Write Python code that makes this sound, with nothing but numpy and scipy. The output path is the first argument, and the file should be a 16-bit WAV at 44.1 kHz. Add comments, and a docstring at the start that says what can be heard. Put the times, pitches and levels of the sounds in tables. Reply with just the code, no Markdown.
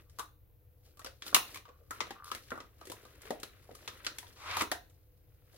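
"""A low rumble, hiss and a faint rustle come first; then hands bend and pry open a stiff clear plastic
blister pack over a desk in a small quiet room. The seam creaks in stick-slip clicks through shell modes;
creases snap as a click and dying rattle that ring the hollow shell. Rustle is clumped, coloured grain noise;
late on, a hard object slides out in a scrape. Two spaced microphone ports hear it all with a room tail."""
import sys
import numpy as np
from scipy import signal
from scipy.fft import rfft, irfft, next_fast_len
from scipy.io import wavfile
from scipy.ndimage import uniform_filter1d

SR = 44100
rng = np.random.default_rng(int(sys.argv[2]) if len(sys.argv) > 2 else 0)


def transcribe(signal):
    """Save signal, clipped to [-1, 1], as a 16-bit WAV file at the path in sys.argv[1]."""
    frames = np.atleast_2d(signal).T
    limited = np.clip(frames, -1, 1)
    pcm = np.round(limited * 32767).astype(np.int16)
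    wavfile.write(sys.argv[1], SR, pcm)


N = 245706


def from_db(db):
    """Decibels to amplitude gain."""
    return 10 ** (np.asarray(db) / 20)


def rms_one(x):
    """Scale to rms 1."""
    return x / np.sqrt(np.mean(x ** 2) + 1e-20)


def in_time(rows):
    """Interpolate the columns of a curve, sample by sample."""
    time_s, *columns = np.transpose(rows)
    return [np.interp(np.arange(N) / SR, time_s, column) for column in columns]


def at_hz(points, hz):
    """Interpolate a table over log frequency."""
    points_hz, values = np.array(points).T
    return np.interp(np.log(np.maximum(hz, 1)), np.log(points_hz), values)


def coloured(x, gain):
    """Filter in the frequency domain by a gain given as a function of Hz."""
    size = next_fast_len(x.shape[-1])
    spectrum = rfft(x, size) * gain(np.fft.rfftfreq(size, 1 / SR))
    return irfft(spectrum, size)[..., :x.shape[-1]]


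def band(x, low_hz, high_hz):
    """Causal Butterworth band-pass."""
    return signal.sosfilt(signal.butter(2, [low_hz, high_hz], "band", fs=SR, output="sos"), x)


def resonance(x, hz, width_hz):
    """Two-pole resonance with gain 1 on top."""
    r = np.exp(-np.pi * width_hz / SR)
    poles = [1, -2 * r * np.cos(2 * np.pi * hz / SR), r * r]
    return signal.lfilter([(1 - r * r) / 2, 0, (r * r - 1) / 2], poles, x)


# likeness of left and right in diffuse sound: freq_hz, correlation
PORT_LIKENESS = [(60, 1), (180, 0.62), (550, 0.57), (1650, 0.0034), (4970, 0.43), (15000, 0.077)]


def diffuse(white):
    """Mix two noises into left and right, whose likeness depends on frequency."""
    mid = coloured(white[0], lambda hz: np.sqrt(1 + np.clip(at_hz(PORT_LIKENESS, hz), -1, 1)))
    side = coloured(white[1], lambda hz: np.sqrt(1 - np.clip(at_hz(PORT_LIKENESS, hz), -1, 1)))
    return np.array([mid + side, mid - side])


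LEFT_LAG_S = 8e-5


def to_ports(x):
    """The pack is nearer to the right port: the left hears it later."""
    left = coloured(x[0], lambda hz: np.exp(-2j * np.pi * hz * LEFT_LAG_S))
    return np.array([left, x[1]])


def grit(count, spread_db):
    """Noise with uneven grain sizes; rms 1."""
    size_db = spread_db * np.minimum(rng.exponential(1, count), 4)
    return rms_one(rng.standard_normal(count) * from_db(size_db))


def scattered(colour, spread_db):
    """Dense grains from all over the sheet: partly direct, partly scattered to each port."""
    direct = grit(N, spread_db)
    spread = diffuse(np.array([grit(N, spread_db), grit(N, spread_db)]))
    return coloured(to_ports(direct + 0.78 * spread), lambda hz: from_db(at_hz(colour, hz)))


def clumps(spread_db):
    """A gain that comes and goes within a few milliseconds."""
    return from_db(spread_db * rms_one(uniform_filter1d(rng.standard_normal(N), size=250)))


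# rumble and hiss spectrum: freq_hz, density_db (per Hz, relative)
QUIET_SPECTRUM = [(12, -47), (20, -14.5), (55, -5), (104, -4), (163, -20), (241, -34.5), (277, -33.5),
                  (310, -18), (347, -39.5), (499, -18), (542, -31.5), (802, -36.5), (8650, -53.5),
                  (12100, -36.5), (16000, -34.5)]
# balance of rumble and hiss: freq_hz, left_minus_right_db
QUIET_BALANCE = [(60, 0.5), (240, 6), (950, 0.5), (3770, -2), (15000, 0.5)]
QUIET_RMS_DB = -61.5


def quiet():
    """Steady rumble of the building and hiss of the microphone, as coloured diffuse noise."""
    left, right = diffuse(rng.standard_normal((2, N)))
    left = coloured(left, lambda hz: from_db(at_hz(QUIET_SPECTRUM, hz) + at_hz(QUIET_BALANCE, hz) / 2))
    right = coloured(right, lambda hz: from_db(at_hz(QUIET_SPECTRUM, hz) - at_hz(QUIET_BALANCE, hz) / 2))
    return from_db(QUIET_RMS_DB) * rms_one(np.array([left, right]))


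# skin and contents rubbing on the sheet: time_s, level_db, treble_db (re level)
RUB_CURVE = [(0, -61.5, -8), (.08, -88, 4), (.19, -66.5, -1.5), (.34, -90, -10), (.82, -83, 0),
             (.86, -69, 4), (.95, -76.5, -1.5), (1.1, -73, 3), (1.2, -82, 7), (1.28, -46, 2),
             (1.33, -59.5, 1), (1.57, -54.5, 0.5), (1.62, -76, -5.5), (1.89, -77.5, 2), (1.93, -54, -5),
             (2.13, -59.5, -4), (2.23, -74, -8), (2.26, -69, 16), (2.33, -50, -6.5), (2.44, -67.5, 5),
             (2.6, -60, -5.5), (2.72, -74.5, -2.5), (2.86, -61, -1.5), (3.2, -62.5, -3), (3.27, -53, -1.5),
             (3.4, -61, -10), (3.68, -66.5, -0.5), (3.92, -56.5, -2), (4.03, -56.5, -6), (4.3, -63, 0),
             (4.42, -66.5, 0), (4.6, -59.5, 18), (4.67, -70.5, 0), (5.1, -81, 0), (5.45, -75, -3),
             (5.57, -63.5, 0)]
# rub grain spectrum: freq_hz, density_db (per Hz, relative)
RUB_SPECTRUM = [(150, -12), (320, 0), (560, 0), (900, -3), (1200, 0), (2000, -3), (3000, -5), (4500, -4),
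                (8000, -14), (11000, -13), (16000, -17)]
# dull grains: level at a middle level of -63 dB; dB of dull swing per dB of middle swing
DULL_DB, DULL_FOLLOWS = -65.5, 0.76


def rub():
    """Fingers and contents rustle on the sheet; dull, middle and bright grains clump each in their own time."""
    level_db, treble_db = in_time(RUB_CURVE)
    dull_db = DULL_DB + DULL_FOLLOWS * (level_db + 63)
    grains = scattered(RUB_SPECTRUM, spread_db=3.5)
    rustle = 0
    for part_db, low_hz, high_hz, clump_db in [(level_db, 700, 3800, 2.4),
                                               (dull_db, 200, 800, 2.4),
                                               (level_db + treble_db, 2600, 16000, 2.2)]:
        part = rms_one(clumps(clump_db) * band(grains, low_hz, high_hz))
        rustle = rustle + from_db(part_db) * part
    return rustle


# stick-slip runs of the bent seam: start_s, end_s, slips_per_s (nominal), first_drive_db, last_drive_db
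CREAK_RUNS = [(0.052, 0.104, 160, -77, -78), (0.212, 0.345, 155, -67, -95), (1.7, 1.897, 56, -75, -81),
              (1.915, 2.1, 110, -70, -67), (2.15, 2.243, 125, -57.5, -56.5), (2.528, 2.66, 56, -53, -80)]
# harder slips with a bright edge: time_s, drive_db, edge_db (re drive)
HARD_SLIPS = [(2.244, -42, 1.5), (2.255, -42, -12), (2.269, -41.5, -19), (2.279, -38.5, -9),
              (2.289, -48, -8), (2.302, -40, -27)]
# shell modes rung by the seam: freq_hz, width_hz, gain_db
SEAM_MODES = [(1190, 65, 5), (1354, 91, -6), (1500, 140, -22)]


def creak():
    """Slips of the seam, each a soft click into the shell's modes; hard ones add a short noise tick."""
    slips, edges = np.zeros((2, N))
    for start_s, end_s, per_s, first_db, last_db in CREAK_RUNS:
        live = slice(round(start_s * SR), round(end_s * SR))
        drift = rms_one(uniform_filter1d(rng.standard_normal(N), size=400))
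        rate_per_s = per_s * from_db(2.8 * drift)[live]
        slip = np.diff(np.floor(np.cumsum(rate_per_s / SR)), prepend=0) > 0
        jitter_db = 3 * rng.standard_normal(N)[live]
        drive_db = np.linspace(first_db, last_db, slip.size) + jitter_db
        slips[live] = slip * np.sqrt(SR / per_s) * from_db(drive_db + 17.0)
    edge_fade = np.exp(-np.arange(300) / 105.0)   # samples
    for time_s, drive_db, edge_db in HARD_SLIPS:
        at = round(time_s * SR)
        slips[at] += from_db(drive_db + 32.5)
        edges[at:at + 300] += from_db(drive_db + edge_db) * rng.standard_normal(300) * edge_fade
    rings = sum(from_db(db) * resonance(slips + 1e-18, hz, width_hz) for hz, width_hz, db in SEAM_MODES)
    sound = band(rings, 850, 1750) + band(edges + 1e-18, 3000, 12000)
    return to_ports(sound * [[1], [1]])


# creases snapping through; part levels are peaks re level_db:
# time_s, level_db, hollow_hz, hollow_db, thud_db, crack_hz, crack_db, tick_db
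CREASE_SNAPS = [(0.097, -62, 444, -31, -29, 5400, 4, 11.5), (0.187, -32, 1110, -2.5, -13, 4070, -3.5, -0.5),
                (0.194, -29.5, 1120, 1, -13, 3830, -7, 3), (0.2, -30.5, 1166, -2, -19, 3800, -6, -8),
                (0.972, -49, 1150, -5, -13, 4400, -5, 1), (0.994, -40, 1180, -5, -15, 2010, -10, 1.5),
                (1.016, -40.5, 590, -19, -13.5, 1890, -6, -20),
                (1.046, -24, 1260, -13, -17.5, 5260, -11, -9.5),
                (1.062, -32.5, 525, -9, -21, 4540, -1, -21), (1.069, -25, 1464, -13.5, -24, 2620, -13, -15),
                (1.222, -27, 1400, -18, -23, 3400, -4.5, -24), (1.265, -29, 1340, -11, -16, 3540, -4, -5.5),
                (1.328, -32, 1060, -2.5, -4, 1910, -26, -20),
                (1.346, 0, 1155, -12.5, -29.5, 2800, -4, -0.5),
                (1.364, -2.5, 1110, -15, -26.5, 2610, -27, -15),
                (1.545, -29.5, 1137, -17, -25.5, 2220, -4.5, -3.5),
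                (1.558, -28, 1100, -12, -24.5, 2400, -5.5, -7.5),
                (1.572, -30, 1102, -15.5, -24, 2400, -5.5, -9),
                (1.654, -47, 1144, 1, -25.5, 3050, -3, -14.5),
                (1.681, -46, 492, -6, -18.5, 1880, -9.5, -26.5),
                (1.689, -51.5, 1085, 2.5, -3.5, 2490, 0.5, -30),
                (1.801, -59.5, 466, -3, -9.5, 2254, -14, -15.5),
                (1.813, -64.5, 531, 3, -7, 4960, -10.5, -25),
                (1.908, -29.5, 1290, -1, -14, 2400, -19, -0.5),
                (2.005, -20.5, 1180, -0.5, -24.5, 2050, -1, -19),
                (2.011, -25, 1160, -21, -10.5, 2100, 0.5, -23),
                (2.069, -33.5, 1120, -10.5, -14, 1970, -12, -23),
                (2.107, -31, 770, -4, -3.5, 1840, -1, -7.5), (2.316, -26, 1264, 0.5, -18, 1680, 0.5, -5),
                (2.349, -22, 1570, -39, -22, 2140, -8, -7.5),
                (2.485, -46, 1420, -27.5, -37, 2250, -1.5, -11),
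                (2.505, -33, 1440, -5, -27.5, 3530, -2.5, -6), (2.518, -30.5, 1353, 4, -3, 1970, -25, -15),
                (2.555, -37, 1400, -4.5, -11, 2050, -13, -26),
                (2.576, -34, 1137, -2.5, -10, 1920, -14.5, -14),
                (2.603, -32.5, 1207, -4, -10, 1950, -4.5, -22),
                (2.813, -34, 1190, -7, -12.5, 1954, -10, -20), (2.854, -33.5, 579, -23, -29, 3450, -18, -6),
                (2.871, -44.5, 365, -1, -25, 1990, 1.5, 7),
                (2.899, -26.5, 483, -19, -11, 3570, -10.5, -7.5),
                (2.918, -27.5, 970, -9, -20, 3710, -13, -2), (3.052, -38, 1156, -9.5, -11.5, 4200, -8, -11),
                (3.218, -45, 463, -23, -20, 2100, -0.5, 5), (3.254, -36, 430, -12.5, -29, 2650, -6, -14),
                (3.306, -19, 549, -8, -5, 1910, -9, -12), (3.4, -47.5, 423, -10, -24, 3780, -7, 8.5),
                (3.432, -33.5, 1370, -6, -5.5, 3990, 5.5, 4), (3.692, -42.5, 548, -13, 1.5, 1900, -28, -30),
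                (3.713, -35, 464, -15, -8, 2000, -13, -20), (3.751, -39, 1190, -10.5, -32, 3890, -26, 2),
                (3.827, -48.5, 490, -27, -10, 2630, -5, -14), (3.877, -30.5, 1220, -6.5, -22, 3500, 3, -8),
                (3.883, -35, 980, -22, -8, 1800, -1, -4), (4.047, -33.5, 1005, -16, -25, 3320, 1.5, -1.5),
                (4.058, -40, 1360, -10, -18, 1800, -5, -2), (4.066, -15, 1470, -15, -23, 4170, -4, -20),
                (4.185, -26, 900, -19.5, -25, 3320, -6, 0), (4.229, -40.5, 915, -6, -17, 2130, -4.5, -14),
                (4.268, -43, 567, -26, -37, 3270, -4.5, -26),
                (4.512, -28.5, 1030, -27, -28.5, 2260, 0.5, -22),
                (4.569, -21, 1160, -0.5, -14.5, 2430, -2, -4.5),
                (4.61, -17, 1170, -9.5, -14.5, 2300, -22, -13),
                (4.62, -17.5, 930, -10.5, -11, 1907, -22, -5),
                (4.716, -19, 1576, -10, -10.5, 1830, -0.5, -3.5),
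                (4.722, -16.5, 680, -11.5, -20.5, 1850, -14.5, -10.5),
                (4.898, -51, 479, -16.5, -10.5, 2390, -20, -1.5),
                (5.543, -47, 493.7, -8.5, -19.5, 2040, -18.5, -5)]
# colour of crack and tick: freq_hz, gain_db
SHEET_COLOUR = [(1000, -10.5), (1700, 1.5), (2600, -1.5), (3500, -2), (4500, -4), (5500, -3), (7000, -2),
                (9500, -4), (12000, -5), (16000, -4.5)]
RATTLE_MS, RATTLE_SHORTENS = 4.16, .12   # decay at -30 dB; dB shorter per dB harder
RATTLE_DB, HOLLOW_RATTLE = 8.5, .75   # energy re click; share of the rattle that rings the hollow
HOLLOW_WIDTH, HOLLOW_WIDENS = .11, 0.23   # share of pitch at -30 dB; dB wider per dB harder
CRACK_WIDTH, CRACK_RING_DB = .07, 2   # share of pitch; ring added to the broad crack
SNAP_PAN_DB, SNAP_PAN_SPREAD_DB = 2, 0.7   # left minus right: mean, standard deviation


def snaps():
    """A sharp break, then a dying rattle of the sheet; returns the near sound and what feeds the room."""
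    length, lead = 6000, 64   # samples
    out, t = np.zeros((3, N + length)), np.arange(length) / SR   # left, right, room feed
    click = 1. * (np.arange(length) == lead)
    sides = rng.standard_normal(len(CREASE_SNAPS))
    for row, side in zip(CREASE_SNAPS, sides):
        time_s, level_db, hollow_hz, hollow_db, thud_db, crack_hz, crack_db, tick_db = row
        rattle_s = RATTLE_MS / 1000 * from_db(-RATTLE_SHORTENS * (level_db + 30))
        fading = np.exp(-t / rattle_s) + from_db(-10.5) * np.exp(-t / (7.0 * rattle_s))
        # rattle and its quick reflections from desk and hands differ at the two ports
        grains = np.array([grit(length, spread_db=-1.5), grit(length, spread_db=-3.0)])
        rattle = diffuse(grains) * fading
        rattle = from_db(RATTLE_DB) * rattle / np.sqrt(np.mean(np.sum(rattle ** 2, axis=1)))
        rattle = np.roll(rattle, lead + 8, axis=1)
        # far away, all counts as one blow
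        far_blow = click * np.sqrt(1 + from_db(2 * RATTLE_DB))
        blow = np.vstack([to_ports(click + rattle), far_blow])
        knock = np.vstack([to_ports(click + HOLLOW_RATTLE * rattle), far_blow])
        # main mode and two neighbours; a harder snap rings shorter
        width = np.clip(HOLLOW_WIDTH * from_db(HOLLOW_WIDENS * (level_db + 30)), .03, .5)
        hollow = sum(from_db(db) * resonance(knock, hollow_hz * ratio, hollow_hz * width)
                     for ratio, db in [(1.021, 3), (0.82, -13.0), (1.3, -8.0)])
        hollow = band(hollow, hollow_hz * .6, hollow_hz * 1.6)
        thud = band(blow, 220, 670)
        sheet = coloured(blow, lambda hz: from_db(at_hz(SHEET_COLOUR, hz)))
        crack_ring = resonance(sheet, crack_hz, crack_hz * CRACK_WIDTH)
        crack = band(sheet, 1200, 5500) + from_db(CRACK_RING_DB) * crack_ring
        tick = band(sheet, 3200, 13000)
        parts = [(hollow_db, hollow), (thud_db, thud), (crack_db, crack), (tick_db, tick)]
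        sound = sum(from_db(db) * part / np.abs(part[:2]).max() for db, part in parts)
        at = round(time_s * SR) - lead
        pan_db = SNAP_PAN_DB + SNAP_PAN_SPREAD_DB * side
        out[:, at:at + length] += from_db(level_db + pan_db * np.array([[.5], [-.5], [0]])) * sound
    return out[:2, :N], out[2, :N]


# reverberation of the room: freq_hz, t60_s
ROOM_DECAY = [(150, 0.4), (500, 0.32), (1500, 0.27), (4000, 0.3), (9000, 0.17), (15000, 0.3)]
ROOM_DB = -9


def room(x):
    """The tail of the room: diffuse noise dying band by band, convolved with the feed."""
    t = np.arange(SR // 2) / SR
    white, tail = diffuse(rng.standard_normal((2, t.size))), 0
    edges_hz = 100 * 2. ** np.arange(0, 7.6, .5)
    for low_hz, high_hz in zip(edges_hz, edges_hz[1:]):
        t60_s = at_hz(ROOM_DECAY, np.sqrt(low_hz * high_hz))
        tail = tail + band(white, low_hz, high_hz) * from_db(-60 * t / t60_s)
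    tail = tail * (1 - np.exp(-t / .006))   # the walls answer late
    response = from_db(ROOM_DB) * rms_one(tail) / np.sqrt(t.size)
    return signal.fftconvolve(x[None], response, axes=1)[:, :N]


# hard object sliding out along the shell: time_s, level_db, brightness_db (gain of the top band)
SLIDE_CURVE = [(4.36, -61, 13.5), (4.5, -38, 4), (4.552, -41, -31), (4.57, -36.5, 12), (4.6, -39.5, 8),
               (4.612, -26, 8.5), (4.65, -49, 8), (4.7, -79, 0)]
# scrape spectrum: freq_hz, density_db (per Hz, relative)
SLIDE_SPECTRUM = [(40, -32.5), (80, -6), (160, -34), (450, -18.5), (750, -13.5), (1150, -5), (1700, -14),
                  (2300, -8.5), (2900, -15), (3600, -16), (5000, -23.5), (16000, -51.5)]


def slide():
    """The object scrapes along the shell: dense grains whose level and brightness move along a curve."""
    level_db, bright_db = in_time(SLIDE_CURVE)
    t = np.arange(N) / SR
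    grains = rms_one(scattered(SLIDE_SPECTRUM, spread_db=4.0) * clumps(spread_db=0.5))
    top = band(grains, 5200, 22000)
    sliding = (t > SLIDE_CURVE[0][0]) & (t < SLIDE_CURVE[-1][0])
    return from_db(level_db) * (grains + (from_db(bright_db) - 1) * top) * sliding


def scene():
    """The pack in the room over the quiet background."""
    near, far = snaps()
    friction = (creak() + rub() + slide()) * from_db([[1.1], [-1.1]])   # left, right
    return near + friction + room(far + friction[1]) + quiet()


STOPBAND_HZ = 16900


def record(dry):
    """The highest peaks are rounded by a tanh, the top is cut by a steep low-pass."""
    rounded = np.tanh(dry * 1.15) / 1.15
    return signal.sosfilt(signal.cheby2(14, 70, STOPBAND_HZ, fs=SR, output="sos"), rounded)


dry = scene()
out = record(dry)
transcribe(out)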